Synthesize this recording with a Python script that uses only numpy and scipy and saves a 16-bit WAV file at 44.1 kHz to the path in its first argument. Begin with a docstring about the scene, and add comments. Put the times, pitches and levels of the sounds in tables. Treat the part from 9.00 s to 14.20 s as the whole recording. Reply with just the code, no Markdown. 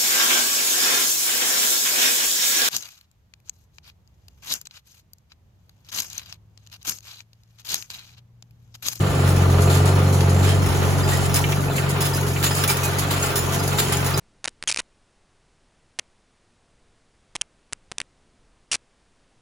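"""On the driver's seat of an old four-cylinder tractor, in a field, with a hay rake in tow behind.
The governor hunts, so the exhaust hum, partials locked to the crankshaft, sways; it thins as the head turns to the rake.
Filtered noise and struck modes make the engine's clatter, knocks, gears and valve ticks.
The rake's loose bars rattle in bursts of bright noise, its spring tines ping as decaying sines,
and they sweep through dry hay, heard as grainy noise; small parts jingle and low buffets of air pass."""
import sys
import numpy as np
from scipy import signal
from scipy.fft import rfft, irfft, next_fast_len
from scipy.io import wavfile

SR = 44100
rng = np.random.default_rng(int(sys.argv[2]) if len(sys.argv) > 2 else 0)


def persist_wave(psi):
    """Save psi, clipped to +-1, as 16-bit WAV."""
    counts = np.round(np.clip(psi, -1, 1) * 32767).astype(np.int16)
    wavfile.write(sys.argv[1], SR, np.atleast_2d(counts).T)


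N = 229223
T = np.arange(N) / SR
MID_SIDE = np.array([[1], [-1]])   # sign of the side signal at the left and right ear

# hard rattles of the rake's bars, levels before the steel and frame trims:
# start_s, level_db, frame_share_db, length_s, crack_extra_height (below 0 counts as 0, above 3 as 3)
RATTLES = [(0.275, -21, -11, 0.034, .2), (0.364, -30, -13, .003, 3.5), (0.607, -25, -20, .015, 1),
           (0.62, -22.5, -20, .012, 0.5), (0.7, -20, -5, 0.08, -1.5), (0.856, -20, -27, .029, 0.7),
           (1.127, -20, -14, .012, -1.5), (1.207, -30.5, 1.5, .004, 3.3), (1.295, -26, -26, 0.009, 1.5),
           (1.429, -25.5, 1, 0.081, -0.5), (1.49, -22.5, -2, 0.017, -2), (1.66, -24, -4, 0.091, 0.5),
           (2.088, -21, -4.5, 0.054, -2), (2.171, -25.5, -18, .004, 2), (2.254, -24, -8, 0.0088, 1.2),
           (2.23, -24, -11, 0.022, 0), (2.342, -13, -16, .008, 1), (2.358, -14, -5.5, .014, 0.7),
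           (2.488, -29, -2, .008, 0.5), (2.52, -32.5, 6.5, 0.0074, 1), (2.757, -20.5, -16, 0.024, -0.7),
           (2.892, -19, -15, 0.0054, -2), (3.006, -15, -7.5, 0.02, -2), (3.052, -17, -10, 0.018, -2),
           (3.134, -24, -20, 0.016, 0), (3.146, -23.5, -19, .008, -1.5), (3.427, -20, -1.5, 0.048, 0.5),
           (3.437, -15.5, -3, 0.011, -0.5), (3.551, -19.5, -22, .004, 1), (3.567, -17.5, -22, .006, -0.2),
           (3.638, -23.5, 2, 0.0037, 3), (3.677, -13.5, -16, .008, 0.9), (3.694, -13, -5, 0.012, 0.2),
           (3.77, -26, -18, .003, 3), (3.833, -16.5, -13, 0.02, .5), (3.985, -17, -6.5, 0.0072, 0.2),
           (4.106, -17.5, -5, 0.014, -1), (4.223, -18, -24, .016, -4), (4.26, -18, -15, .003, 0),
           (4.357, -13, -12, 0.021, 0.5), (4.522, -21, -4.5, 0.023, -1), (4.677, -23, -14, .005, 3),
           (4.707, -32, -12, .004, 2), (4.776, -21, -18, .004, 0), (4.785, -13, -3, 0.014, -1),
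           (4.923, -23, -10, .008, 3), (4.924, -17.5, -4, .008, -1.5), (4.97, -27, -15, .003, 3),
           (5.045, -24, -23, 0.0064, 2), (5.064, -17.5, -25, .006, 0.4), (5.176, -19, -23, .03, 1.1)]
# the reel brings a bar down at a steady beat
BARS_PER_S, FIRST_BAR_S = 7.42, 0.055


def from_db(db):
    """Decibels to gain."""
    return 10 ** (np.asarray(db) / 20)


def rms_one(x):
    """Scale to unit rms."""
    return x / np.sqrt(np.mean(x ** 2) + 1e-20)


def in_time(rows):
    """Each column of a curve, interpolated at every sample."""
    s, *columns = np.transpose(rows)
    return [np.interp(T, s, column) for column in columns]


def at_hz(points, hz):
    """Read a spectrum on a log-frequency axis."""
    point_hz, value = np.transpose(points)
    return np.interp(np.log(hz), np.log(point_hz), value)


def swells(rows):
    """Sum of smooth bumps, each given as (s, height, half length s to 37 % of the height)."""
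    return sum(height * np.exp(-((T - s) / length) ** 2) for s, height, length in rows)


def drift(rate):
    """Smooth chance with about `rate` turns a second; rms 1."""
    r = np.exp(-2 * np.pi * rate / SR)
    settled = signal.lfilter([1], [1, -2 * r, r * r], rng.standard_normal(N + SR))[SR:]
    return rms_one(settled)


def noise(spectrum, peaks=()):
    """Stereo noise of a given colour and resonances, as alike in both ears as the ports make it; rms 1."""
    # likeness of the two microphone ports: frequency_hz, left_right_correlation
    likeness = [(60, 0.71), (130, 0.99), (300, 0.71), (640, 0.38), (1400, 0.13), (3000, 0.012),
                (5000, 0.019), (6500, 0.68), (8000, .999)]
    size = next_fast_len(N)
    hz = np.maximum(np.fft.rfftfreq(size, 1 / SR), 1)
    lift_db = sum(db / (1 + (2 * (hz - centre) / width) ** 2) for centre, width, db in peaks)
    colour = from_db(at_hz(spectrum, hz) + lift_db)
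    mid, side = rfft(rng.standard_normal((2, size))) * colour
    alike = at_hz(likeness, hz)
    ears = np.sqrt(1 + alike) * mid + np.sqrt(1 - alike) * side * MID_SIDE
    return rms_one(irfft(ears, size)[:, :N])


def ring(drive, hz, t60):
    """One damped mode; a unit click starts a sine of height 1."""
    r, w = from_db(-60 / (t60 * SR)), 2 * np.pi * hz / SR
    return signal.lfilter([0, np.sin(w)], [1, -2 * r * np.cos(w), r * r], drive + 1e-18)


def grain(per_s, spread_db, fall_s, bed):
    """Gain of many small contacts, each sudden and then dying, on an even bed; rms 1."""
    touched = rng.random(N) < per_s / SR
    touches = touched * from_db(spread_db * np.minimum(rng.exponential(1, N), 3))
    power = signal.lfilter([1], [1, -np.exp(-2 / (fall_s * SR))], touches ** 2 + 1e-18)
    return rms_one(np.sqrt(power / power.mean() + bed))


def throb(crank, early_db, late_db, fall_turns):
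    """Gain that leaps twice in each turn of the crankshaft and sinks back; rms 1."""
    since_early, since_late = (crank - 0.33) % 1, (crank - 0.7) % 1
    early = early_db * np.exp(-since_early / fall_turns)
    late = late_db * np.exp(-since_late / fall_turns)
    return rms_one(from_db(early + late))


def head_shadow(x, facing, shadow_db, edge_hz):
    """Sound from behind loses treble: all of shadow_db facing the stack, none facing the rake."""
    low = signal.sosfiltfilt(signal.butter(2, edge_hz, fs=SR, output="sos"), x)
    return low + (x - low) * from_db(shadow_db * (1.0 - facing))


def crankshaft():
    """Turns of the crankshaft, two firings each; the governor hunts, so the engine surges twice a second."""
    # surges above the base speed: centre_s, extra_firings_per_s, half_length_s
    surges = [(0.01, 3.5, 0.15), (0.33, 1.5, 0.151), (0.97, 2.6, 0.304), (1.55, 3.0, 0.185),
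              (2.0, 2.4, 0.154), (2.53, 3.2, 0.164), (3.0, 2.5, 0.236), (3.56, 2.6, 0.183),
              (4.07, 3.0, 0.159), (4.64, 2.6, 0.191), (5.21, 2.4, 0.139)]
    firings_per_s = 44.5 + swells(surges)
    return 0.217 + np.cumsum(firings_per_s / 2) / SR


def exhaust(crank, facing, left_first_ms):
    """Clean partials locked to the crankshaft; unequal cylinders give the odd ones, only the weak ones waver."""
    # loudness at the seat, before the partials' own levels and the dips: time_s, boom_db, drone_db
    loudness = [(0.0, -19.5, -24.5), (0.55, -16, -24.5), (1.17, -17.5, -25), (1.45, -15.5, -26.5),
                (1.8, -20.5, -28), (2.5, -26.5, -27), (2.8, -29.5, -27), (3.6, -27.5, -30),
                (4.2, -28.5, -31.5), (5.2, -29, -29)]
    # partials: multiple_of_crank_speed, level_db, share (0 follows the boom to 1 follows the drone)
    partials = [(2, -24, 0.38), (4, 1, 0.18), (5, -38, 0.18), (6, 3.5, 0.99), (7, -10, 1), (8, -9, 0.73),
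                (9, -25, 0), (10, -37.5, 0), (11, -25, 0.23), (12, -21, 0.87), (14, -31, 0.13),
                (16, -27, 0.18), (18, -22, 0.31), (23, -21, 0.17)]
    # brief dips of the hum: centre_s, boom_loss_db
    dips = [(0.125, 10), (1.72, 5), (2.73, 7), (3.11, 3.5), (3.74, 5), (4.31, 6.5), (4.84, 6)]
    dip_half_s, drone_dip_share = 0.07, 0.29
    drone_lag_turns, waver_spread_db = 0.019, 1.5

    boom_db, drone_db = in_time(loudness)
    dip_db = swells((s, db, dip_half_s) for s, db in dips)
    boom_db = boom_db - dip_db
    drone_db = drone_db - drone_dip_share * dip_db
    hum = np.zeros(N)
    for multiple, level_db, share in partials:
        base_db = boom_db + share * (drone_db - boom_db)
        turn = crank if multiple < 6 else crank - drone_lag_turns
        waver_db = 0 if multiple in (4, 6) else waver_spread_db * drift(5)
        gain = from_db(base_db + level_db + waver_db) * np.sqrt(2)
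        hum += gain * np.cos(2 * np.pi * multiple * turn)
    later = np.interp(T - left_first_ms / 1000, T, hum)
    return np.array([hum, later]) * from_db(0.6 * facing * MID_SIDE)


def clatter(crank):
    """The engine's broad mechanical noise, a coloured noise leaping at each firing; rms 1 before the throb."""
    # colour of the clatter: frequency_hz, density_db
    clatter_spectrum = [(25, -45), (45, 6), (65, -7.5), (110, 1), (200, -1.5), (300, -3), (420, 0.5),
                        (560, -7.5), (750, -6.5), (1100, -12.5), (2500, -33.5)]
    return noise(clatter_spectrum) * throb(crank, early_db=2.4, late_db=2.5, fall_turns=0.15)


def panels(crank):
    """Each firing knocks the sheet metal, with chance strength, over a steady shaking; rms 1."""
    # ringing of bonnet, block and pipe: frequency_hz, level_db, t60_s
    panel_modes = [(282.2, 0, 0.16), (367.3, -2.5, 0.17), (409.8, 3, 0.11), (526.7, -6.5, 0.13),
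                   (669.3, -5, 0.1), (836.4, -8.5, 0.14), (1217, -8, 0.065)]
    sway_s, scatter, shake = 0.0004, 0.67, 0.023   # the panels flex, so their notes waver
    at = np.flatnonzero(np.diff(np.floor(2 * (crank - 0.3))))
    out = np.zeros((2, N))
    for hz, level_db, t60 in panel_modes:
        drive = shake * rng.standard_normal((2, N))
        drive[0, at] += 1 + scatter * rng.standard_normal(len(at))
        flexed = T + sway_s * drift(5.84)
        mid, side = (np.interp(flexed, T, note) for note in ring(drive, hz, t60))
        width = min(hz / 1200, 1)   # low modes stay near the middle
        out += from_db(level_db) * rms_one(mid + side * width * MID_SIDE)
    return rms_one(out)


def knocks(crank):
    """Pistons and bearings take up their play on every turn: short dry knocks of uneven strength."""
    # knocks in each turn of the crankshaft: share_of_turn, frequency_hz, level_db
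    knock_table = [(.32, 380, -16), (.37, 1250, -21), (.69, 690, -12), (.75, 2700, -25), (.82, 1350, -19)]
    contact_turns, ringing_cycles = 0.035, 9
    out = 0
    for share, hz, db in knock_table:
        contact = np.exp(-((crank - share) % 1) / contact_turns)
        mid, side = ring(contact * rng.standard_normal((2, N)), hz, ringing_cycles / hz)
        out = out + from_db(db) * rms_one(mid + 0.5 * side * MID_SIDE)
    return out


def gears(crank, facing):
    """Gear teeth make a grainy noise that throbs with the crankshaft, coloured by the housing's resonances."""
    # level before a 3 dB lift: time_s, level_db
    gear_level = [(0.0, -33.5), (0.7, -31.5), (1.4, -35.5), (1.8, -32), (2.65, -37.5), (3.05, -31.5),
                  (3.3, -37.5), (3.7, -31), (3.95, -33), (4.3, -30), (4.6, -34.5), (5.2, -31.5)]
    # colour of the gear noise: frequency_hz, density_db
    gear_spectrum = [(300, -8.5), (600, -2.5), (900, -7.5), (1100, -3.5), (1300, -4), (1650, -7.5),
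                     (2400, -6.5), (3200, -10), (4500, -12), (8000, -48)]
    # resonances of gear housing and covers: frequency_hz, width_hz, lift_db
    housing = [(690, 39, 7), (838.6, 18, 13), (919, 78, 8.5), (1188, 39, 10), (1344, 44, 5),
               (1396, 65, 7.5), (1527, 36, 4.5), (1753, 60, 6.5), (1940, 44, 4), (3030, 67, 5.5)]
    gear_db, = in_time(gear_level)
    out = from_db(gear_db + 3.0) * noise(gear_spectrum, housing)
    out *= throb(crank, early_db=1.0, late_db=4.0 - 5.6 * facing, fall_turns=0.15)
    out *= grain(per_s=280, spread_db=5.5, fall_s=0.032, bed=0.56)
    return head_shadow(out, facing, shadow_db=-2, edge_hz=2100)


def valves(crank):
    """Two loose tappets tick in turn, each tick of chance strength, half as high at the right ear."""
    # ringing of the valve gear: frequency_hz, level_db, t60_s
    valve_modes = [(3130, 0, 0.06), (3639, -2, 0.04), (4210, 9, 0.06)]
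    at = np.flatnonzero(np.diff(np.floor(2 * (crank - 0.29))))
    out = np.zeros((2, N))
    for hz, level_db, t60 in valve_modes:
        ticks = np.zeros(N)
        ticks[at] = from_db(level_db + 6.0 * rng.standard_normal(len(at)))
        out += ring(ticks, hz, t60)
    return rms_one(out) * [[1], [0.5]]


def bar_beats():
    """Light rattles at the beat of the reel, wherever no hard one takes their place."""
    level_db, scatter_db, frame_share_db, jitter_s, length_s = -34.5, 2, -15, 0.01, 0.12
    beats = np.arange(FIRST_BAR_S, T[-1], 1 / BARS_PER_S)
    late, louder = rng.standard_normal((2, len(beats)))
    starts = beats + jitter_s * late
    levels = level_db + scatter_db * louder
    hard = np.array(RATTLES)[:, 0]
    return [(s, db, frame_share_db, length_s, 0) for s, db in zip(starts, levels)
            if np.abs(s - hard).min() > 0.5 / BARS_PER_S]


def rattles():
    """A loose bar cracks, then chatters: a dense spray of bright contacts, with the frame sounding below."""
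    # colour of the bars' steel: frequency_hz, density_db
    steel_spectrum = [(2000, -42), (3500, -8), (4500, 0.5), (5000, -1.5), (5600, -4), (6800, 4.5),
                      (8500, 5), (10000, 3), (11500, 3), (14000, 1.5), (15800, -2)]
    # resonances of the bars: frequency_hz, width_hz, lift_db
    bar_peaks = [(4010, 67, 11.5), (4940, 99, 7.5), (7360, 89, -2)]
    # colour of the frame: frequency_hz, density_db
    frame_spectrum = [(500, -20), (1200, 2.5), (2400, 0), (3500, 0.5), (5000, -6.5), (8000, -9)]
    crack_s, sag_s, fall_s = 0.004, 0.31, 0.031   # dying of the crack, of the chatter, and past its length
    steel_trim_db, frame_trim_db = -9.0, -5.0

    bright_power, dull_power = np.zeros(N), np.zeros(N)
    chatter = grain(per_s=610, spread_db=2.5, fall_s=0.0054, bed=0.43)
    chatter = np.minimum(chatter, 1.6)   # the hardest contact, as a multiple of the rms
    for s, db, share_db, length, crack in RATTLES + bar_beats():
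        start = int(s * SR)
        now = slice(max(start, 0), start + SR // 3)
        age = np.maximum(T[now] - s, 0)
        strike = np.exp(-age / crack_s)
        spray = chatter[now] * np.exp(-age / sag_s - np.maximum(age - length, 0) / fall_s)
        shape = (1 + np.clip(crack, 0, 3)) * strike + (1 - strike) * spray
        bright_power[now] += (from_db(db) * shape) ** 2
        dull_power[now] += (from_db(db + share_db) * shape) ** 2
    bright = from_db(steel_trim_db) * np.sqrt(bright_power) * noise(steel_spectrum, bar_peaks)
    dull = from_db(frame_trim_db) * np.sqrt(dull_power) * noise(frame_spectrum)
    return bright + dull


def hay():
    """Tines sweep through dry hay: many small contacts of stalks, as a bright grainy noise."""
    # rustle before a 2 dB lift: time_s, level_db
    rustle = [(0.05, -37.5), (0.69, -35), (1.01, -38), (2.4, -34), (2.65, -39), (3.4, -35), (3.56, -30),
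              (3.95, -36.5), (4.2, -33.5), (4.65, -35.5), (4.87, -32.5), (5.15, -35)]
    # colour of the hay: frequency_hz, density_db
    hay_spectrum = [(1200, -0.5), (2500, 4), (4000, -2.5), (5000, 1), (5700, -0.5), (6800, 5.5), (8700, 0),
                    (10000, 3.5), (13000, -1.5), (15800, 0.5)]
    hay_db, = in_time(rustle)
    return from_db(hay_db + 2.0) * noise(hay_spectrum) * grain(per_s=170, spread_db=3.0, fall_s=0.015, bed=0.47)


def steel(drive, t60, ring_db, count, size):
    """Tines and bars, each with its own note, ring on after what shakes the rake; each bar takes its turn."""
    age, out = T[:SR // 12], drive
    lowest_bar = np.floor((T - FIRST_BAR_S) * BARS_PER_S + 0.5) % size
    for bar in range(size):
        hz, strength = rng.uniform(3018, 15500, count), rng.standard_normal(count)
        notes = strength @ np.sin(2 * np.pi * hz[:, None] * age)
        notes *= from_db(-60 * age / t60)
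        notes *= from_db(ring_db) / np.linalg.norm(notes)
        out = out + signal.oaconvolve(drive * (lowest_bar == bar), notes[None], axes=1)[:, :N]
    return out


def tines():
    """A spring tine slips free and sings on one unsteady note, buzzing against its bar."""
    # loud tines and links ringing, before a 6 dB lift: start_s, pitch_hz, level_db, t60_s
    pings = [(2.052, 845, -32.5, 0.73), (2.115, 1905, -32, 0.32), (2.135, 1956, -32, 0.17),
             (2.345, 2200, -31, 0.19), (2.34, 4950, -31.5, 0.21), (2.368, 948, -31, 0.32),
             (2.03, 4940, -35.5, 0.19), (2.13, 5000, -35, 0.11), (3.015, 4990, -37, 0.24),
             (3.135, 4960, -30.5, 0.13), (3.455, 6920, -27, 0.2), (3.505, 5030, -34, 0.27),
             (3.612, 4980, -32, 0.11), (3.685, 2336, -25.5, 0.16), (3.694, 4930, -29, 0.19),
             (3.829, 2490, -29, 0.19), (4.226, 6620, -19.5, 0.057), (4.385, 7100, -27, .15),
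             (4.571, 6900, -35, 0.18), (4.587, 4960, -33, 0.15), (4.809, 7000, -26, 0.11),
             (4.969, 6550, -25, 0.056), (5.138, 4960, -30, 0.17)]
    rise_s = 0.003
    out = np.zeros((2, N))
    wobble = 0.35 * drift(49)   # radians
    buzz = rms_one(from_db(3 * drift(150)))
    for s, hz, ping_db, t60 in pings:
        now = slice(int(s * SR), int((s + t60) * SR))
        age = T[now] - T[now][0]
        decay = from_db(6 + ping_db - 60 * age / t60)
        shape = decay * (1 - np.exp(-age / rise_s)) * buzz[now]
        arrival = rng.uniform(-0.95, 1.0) * MID_SIDE   # phase at each ear, radians
        out[:, now] += shape * np.sin(2 * np.pi * hz * age + wobble[now] + arrival)
    return out


def clanks():
    """A joint of the frame takes up its play: a short scrape sets the frame's modes ringing."""
    # clanks, before a 2 dB lift: start_s, level_db
    clank_table = [(1.205, -53), (2.296, -32), (2.359, -37), (2.44, -27), (2.526, -29.5), (2.781, -27),
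                   (2.965, -35), (3.362, -34), (3.637, -44), (3.692, -40)]
    # what the frame rings with: frequency_hz, level_db, t60_s
    frame_modes = [(2130, 3.5, 0.046), (2260, -17, 0.035), (2360, 6, 0.053), (2690, 6.5, 0.038),
                   (2840, 0, 0.023), (3010, 4.5, 0.032), (3450, -13, 0.02)]
    scrape_s = 0.0065
    blows = sum(from_db(db) * (T >= s) * np.exp(-np.maximum(T - s, 0) / scrape_s) for s, db in clank_table)
    drive = blows * rng.standard_normal((2, N)) / np.sqrt(scrape_s * SR)
    return from_db(2.0) * sum(from_db(db) * ring(drive, hz, t60) for hz, db, t60 in frame_modes)


def jingle(per_s, spread_db, t60, count):
    """Small loose parts touch at random, each ringing briefly at its own pitch and place; rms 1."""
    out = np.zeros((2, N))
    touches_each = int(per_s * N / SR / count)
    for hz in np.geomspace(900, 4000, count):
        touches = np.zeros(N)
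        when, force, sign = rng.random((3, touches_each))
        touches[(when * N).astype(int)] = from_db(spread_db * force ** 3) * np.sign(sign - 0.5)
        place = np.cos(rng.uniform(0, np.pi) + np.array([[0], [np.pi / 2]]))
        out += rms_one(ring(touches, hz, t60)) / np.sqrt(hz) * place
    return rms_one(out)


def buffets():
    """Brief low swells of moving air."""
    # buffets: centre_s, level_db, half_length_s
    buffet_table = [(0.122, -27, 0.035), (1.69, -27, 0.028)]
    swell = swells((s, from_db(db), length) for s, db, length in buffet_table)
    # colour: frequency_hz, density_db
    return swell * noise([(25, -51), (50, 0), (72, 30), (110, -22.0), (250, 0), (1000, -66)])


def scene():
    """Engine ahead and rake behind, as the head turns between them on the seat."""
    # the listener's head: time_s, facing (0 the stack to 1 the rake), exhaust_left_ear_first_ms
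    head = [(0, 0.52, 0.041), (1.3, 0.06, 0.14), (1.8, 0.57, 0.89), (2.3, 0.67, 0.96), (2.7, 0.85, 0.42),
            (5.2, 0.81, 0.48)]
    # level shared by clatter, panels and knocks, before their trims: time_s, level_db
    clatter_level = [(0.0, -27.5), (0.65, -24), (1.1, -25.5), (1.6, -26.5), (2.4, -28.5), (3.2, -30),
                     (3.9, -31.5), (4.3, -31), (4.75, -28), (5.2, -32)]
    facing, left_first_ms = in_time(head)
    clatter_db, = in_time(clatter_level)
    crank = crankshaft()

    engine = exhaust(crank, facing, left_first_ms)
    engine += from_db(clatter_db - 0.4) * clatter(crank)
    engine += from_db(clatter_db - 4.0) * panels(crank)
    engine += from_db(clatter_db) * knocks(crank)
    engine += from_db(-42.5 - 13 * facing) * valves(crank)   # fainter as the head turns away

    rake = steel(hay() + rattles(), t60=0.041, ring_db=-5, count=70, size=5)
    rake += tines() + clanks()
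    rake = head_shadow(rake, facing, shadow_db=-16, edge_hz=12500)
    to_the_right = from_db(-0.3 * MID_SIDE)
    behind = (gears(crank, facing) + rake) * to_the_right

    loose = from_db(-41.5 + 7.3 * facing) * jingle(per_s=200, spread_db=7, t60=0.1, count=28)
    return engine + behind + loose + buffets()


def record(dry):
    """The recorder sheds the deepest bass, turns the right channel ahead in phase in the treble, and cuts the
    top steeply."""
    # phase lead of the right channel: frequency_hz, lead_turns
    right_lead = [(0, 0), (6200, 0), (8550, .5), (11000, 1), (13300, 1.5), (15900, 2)]
    low_cut_hz, cutoff_hz = 32, 15900
    hz = np.maximum(np.fft.rfftfreq(N, 1 / SR), 1)
    lead = np.interp(hz, *np.transpose(right_lead))
    low_cut = 1 / np.sqrt(1 + (low_cut_hz / hz) ** 8)
    turned = np.exp(2j * np.pi * lead * np.array([[0], [1]]))
    ports = irfft(rfft(dry) * low_cut * turned, N)
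    return signal.sosfilt(signal.ellip(12, 0.1, 80, cutoff_hz, fs=SR, output="sos"), ports)


dry = scene()
out = record(dry)
persist_wave(out)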